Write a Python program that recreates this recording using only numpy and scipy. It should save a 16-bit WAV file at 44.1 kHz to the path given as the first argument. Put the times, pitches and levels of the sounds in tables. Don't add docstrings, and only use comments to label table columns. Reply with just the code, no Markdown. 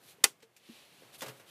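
import sys
import numpy as np
from scipy import signal
from scipy.io import wavfile

SR = 44100
rng = np.random.default_rng(int(sys.argv[2]) if len(sys.argv) > 2 else 0)


def digitize_waveform(pressure):
    field = np.atleast_2d(pressure).T
    bounded = np.clip(field, -1, 1)
    quanta = np.round(bounded * 32767).astype(np.int16)
    wavfile.write(sys.argv[1], SR, quanta)


N = 66150
TIME_S = np.arange(N) / SR

# frequency in Hz, relative density in dB.
AIR_SPECTRUM = [(25, -28), (60, -31), (120, 0), (220, -6), (500, -6), (1000, -9.5), (2600, -13.5),
                (5000, -21.5), (15000, -24.5)]
# time in seconds, gain in dB.
AIR_GAIN = [(0, 1), (.13, 1.5), (.22, 1), (.35, -3.5), (.52, -5.5), (.7, -7), (1.1, 4.5), (1.5, 3.5)]

# centre in seconds, level in dB, half width in seconds, tilt in dB/octave.
SWISHES = [(.05, -65.5, 0.026, 3.6), (0.1, -59, 0.026, 3.2), (0.758, -57.5, 0.092, -1),
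           (1.0, -62.5, 0.11, 0), (1.151, -53, 0.013, 1.5), (1.196, -60, .01, 7), (1.37, -64.5, 0.044, 2),
           (1.497, -58, 0.021, 0.5)]
# frequency in Hz, relative density in dB.
SWISH_SPECTRUM = [(100, -12), (500, 0), (1400, -6), (3200, 6.5), (6000, -6.5), (11500, -5), (15000, -11.5)]

# start in seconds, level in dB, attack and T60 in seconds, tilt in dB/octave.
TICKS = [(.401, -65, 0.0018, 0.15, -4), (0.421, -53, 0.0086, 0.076, -4), (0.5641, -56, 0.0014, 0.099, 0),
         (1.2074, -43, 0.00056, 0.075, -1)]
# frequency in Hz, relative density in dB.
TICK_SPECTRUM = [(40, -44), (150, -17), (600, -11), (1300, -12), (2600, -1.5), (4000, -4.5), (7500, -3),
                 (12000, -11), (15000, -9)]
# start in seconds, level in dB, pitch in Hz, attack and T60 in seconds.
TAPS = [(.185, -55.5, 432, 0.00076, .04), (.430, -54, 450, 0.0018, 0.16), (.689, -47.5, 325, 0.0025, 0.062),
        (.693, -43.5, 230.5, 0.0042, .11), (1.021, -48, 506, 0.0009, 0.022),
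        (1.034, -48.5, 415, 0.00071, 0.015), (1.2078, -41, 3510, .0005, 0.073)]

# start in seconds, gain in dB, tilt in dB/octave.
CONTACTS = [(1.219, 1, -0.5), (1.261, -7, -0.5), (1.282, -6, 0), (1.398, -18.5, -1)]
# frequency in Hz, relative density in dB.
CRUNCH_SPECTRUM = [(40, -37), (130, -5), (500, 1), (1400, -0.5), (3000, -2), (6000, -6), (11000, -9.5),
                   (15000, -10.5)]
# frequency in Hz, T60 in seconds.
CRUNCH_DECAY = [(150, 0.28), (1500, 0.18), (5000, 0.12), (14000, 0.15)]
# frequency in Hz, relative level in dB, T60 in seconds.
HOLLOW_MODES = [(542, -47.5, 0.31), (794, -58, .17), (914, -56.5, 0.18), (1647, -49.5, 0.14)]
# frequency in Hz, level in dB, T60 in seconds.
BOOM_MODES = [(129.3, -49.5, 0.16), (425.8, -52.5, 0.17)]

# start in seconds, gain in dB.
SNAP_BLOWS = [(0.2382, -17.5), (0.2405, 0.5)]
# frequency in Hz, relative level in dB, T60 in seconds.
HUBCAP_MODES = [(407, -44, 0.17), (432, -27.4, 0.034), (816, -32.1, 0.067), (1075, -26.1, 0.031),
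                (1438, -27.2, 0.057), (1758, -22.1, 0.018), (2025, -19.5, 0.045), (2472, -28.3, 0.067),
                (2682, -26.2, 0.061), (3032, -24.5, 0.049), (3651, -14.2, 0.022), (4420, -18.9, 0.031),
                (4622, -19.8, 0.035), (4875, -21.0, 0.026), (5173, -16.8, 0.018), (5642, -20.6, 0.035),
                (5898, -26.7, 0.054), (6673, -14.3, 0.02), (7513, -18.1, 0.024), (8012, -16.3, 0.018),
                (8256, -18.5, 0.03), (8711, -16.1, 0.022), (9535, -30.4, 0.047), (10433, -19.2, 0.03),
                (10911, -21.9, 0.024), (11167, -26.5, 0.04), (12714, -19.1, 0.018), (13625, -19.2, 0.018)]
# frequency in Hz, relative density in dB.
CRACK_SPECTRUM = [(40, -34.5), (130, -22.5), (300, -5.5), (650, -6), (1100, -5), (2500, -3.5), (5000, -3),
                  (8000, -3), (9700, -4), (13000, 1), (14300, -7.5), (16000, -17.5)]
# frequency in Hz, T60 in seconds.
CRACK_DECAY = [(100, 0.019), (400, 0.04), (1200, 0.075), (4000, 0.03), (14000, 0.035)]
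# frequency in Hz, relative density in dB.
SCATTER_SPECTRUM = [(60, -29.5), (300, -1), (900, -3.5), (2000, -6), (4500, -3), (9000, -4.5),
                    (15000, -14.5)]


def from_db(db):
    return 10 ** (np.asarray(db) / 20)


def at_hz(table, hz):
    freqs_hz, values = np.transpose(table)
    return np.interp(np.log(hz), np.log(freqs_hz), values)


def butter(x, order, edges_hz, kind):
    return signal.sosfilt(signal.butter(order, edges_hz, kind, fs=SR, output="sos"), x)


def envelope(start_s, attack_s, t60_s, hold_s=0):
    age_s = TIME_S - start_s
    decay_s = np.maximum(age_s - attack_s - hold_s, 0)
    return np.clip(age_s / attack_s, 0, 1) * from_db(-60 * decay_s / t60_s)


def noise_bands(spectrum, tilt_db_oct=0):
    edges_hz = np.geomspace(22, 17000, 21)
    centres_hz = np.sqrt(edges_hz[1:] * edges_hz[:-1])
    white = rng.standard_normal((2, N + SR // 4))
    bands = np.array([butter(white[k % 2], 2, edges_hz[k:k + 2], "band")[-N:] for k in range(20)])
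    bands *= from_db(at_hz(spectrum, centres_hz))[:, None]
    bands /= bands.sum(0).std()
    bands *= from_db(tilt_db_oct * np.log2(centres_hz / 3000))[:, None]
    return dict(zip(centres_hz, bands))


def noise(spectrum, tilt_db_oct=0):
    return sum(noise_bands(spectrum, tilt_db_oct).values())


def burst(bands, decay, start_s, attack_s, hold_s=0):
    return sum(band * envelope(start_s, attack_s, at_hz(decay, hz), hold_s) for hz, band in bands.items())


def ring(modes, start_s, attack_s):
    out = np.zeros(N)
    for k, (hz, db, t60_s) in enumerate(modes):
        sine = (-1) ** k * np.sin(2 * np.pi * hz * (TIME_S - start_s))
        out += from_db(db) * envelope(start_s, attack_s, t60_s) * sine
    return out


def air(level_db=-65.5):
    gain_db = np.interp(TIME_S, *np.transpose(AIR_GAIN))
    return from_db(level_db + gain_db) * noise(AIR_SPECTRUM)


def rustle(grain_db=1, grain_hz=400):
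    swishes = np.zeros(N)
    for centre_s, db, half_width_s, tilt_db_oct in SWISHES:
        swell = np.exp(-0.5 * ((TIME_S - centre_s) / half_width_s) ** 2)
        swishes += from_db(db) * swell * noise(SWISH_SPECTRUM, tilt_db_oct)
    grain = butter(rng.standard_normal(N), 2, grain_hz, "low")
    return swishes * from_db(grain_db * grain / grain.std())


def handling():
    out = np.zeros(N)
    for start_s, db, attack_s, t60_s, tilt_db_oct in TICKS:
        out += from_db(db) * envelope(start_s, attack_s, t60_s) * noise(TICK_SPECTRUM, tilt_db_oct)
    for start_s, db, hz, attack_s, t60_s in TAPS:
        out += ring([(hz, db, t60_s)], start_s, attack_s)
    return out


def clatter(crunch_db=-37):
    out = ring(BOOM_MODES, start_s=1.222, attack_s=0.083)
    for start_s, db, tilt_db_oct in CONTACTS:
        bands = noise_bands(CRUNCH_SPECTRUM, tilt_db_oct)
        crunch = from_db(crunch_db) * burst(bands, CRUNCH_DECAY, start_s, attack_s=0.00033)
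        body = ring(HOLLOW_MODES, start_s, attack_s=0.0045)
        out += from_db(db) * (crunch + body)
    return out


def pressure_pulse(start_s, gain_db=-1, band_hz=(600, 7000)):
    impulse = signal.unit_impulse(N, int(start_s * SR))
    return from_db(gain_db) * butter(impulse + 1e-18, 1, band_hz, "band")


def hubcap_snap(attack_s=0.00025, crack_db=-19, scatter_db=-38):
    bands = noise_bands(CRACK_SPECTRUM)
    scatter = from_db(scatter_db) * noise(SCATTER_SPECTRUM)
    out = np.zeros(N)
    for start_s, db in SNAP_BLOWS:
        modes = ring(HUBCAP_MODES, start_s, attack_s)
        crack = from_db(crack_db) * burst(bands, CRACK_DECAY, start_s, attack_s, hold_s=0.0027)
        tail = scatter * envelope(start_s, attack_s=0.012, t60_s=0.15)
        out += from_db(db) * (pressure_pulse(start_s) + modes + crack + tail)
    return out


def scene():
    return (hubcap_snap() + clatter() + handling() + rustle() + air())[None]


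def record(dry, low_cut_hz=65, notch_hz=14800, ceiling=0.9, high_cut_hz=15250):
    thinned = butter(dry, 2, low_cut_hz, "high")
    notched = signal.lfilter(*signal.iirnotch(notch_hz, Q=27, fs=SR), thinned)
    rounded = ceiling * np.tanh(notched / ceiling)
    return signal.sosfilt(signal.ellip(10, 0.2, 80, high_cut_hz, fs=SR, output="sos"), rounded)


dry = scene()
out = record(dry)
digitize_waveform(out)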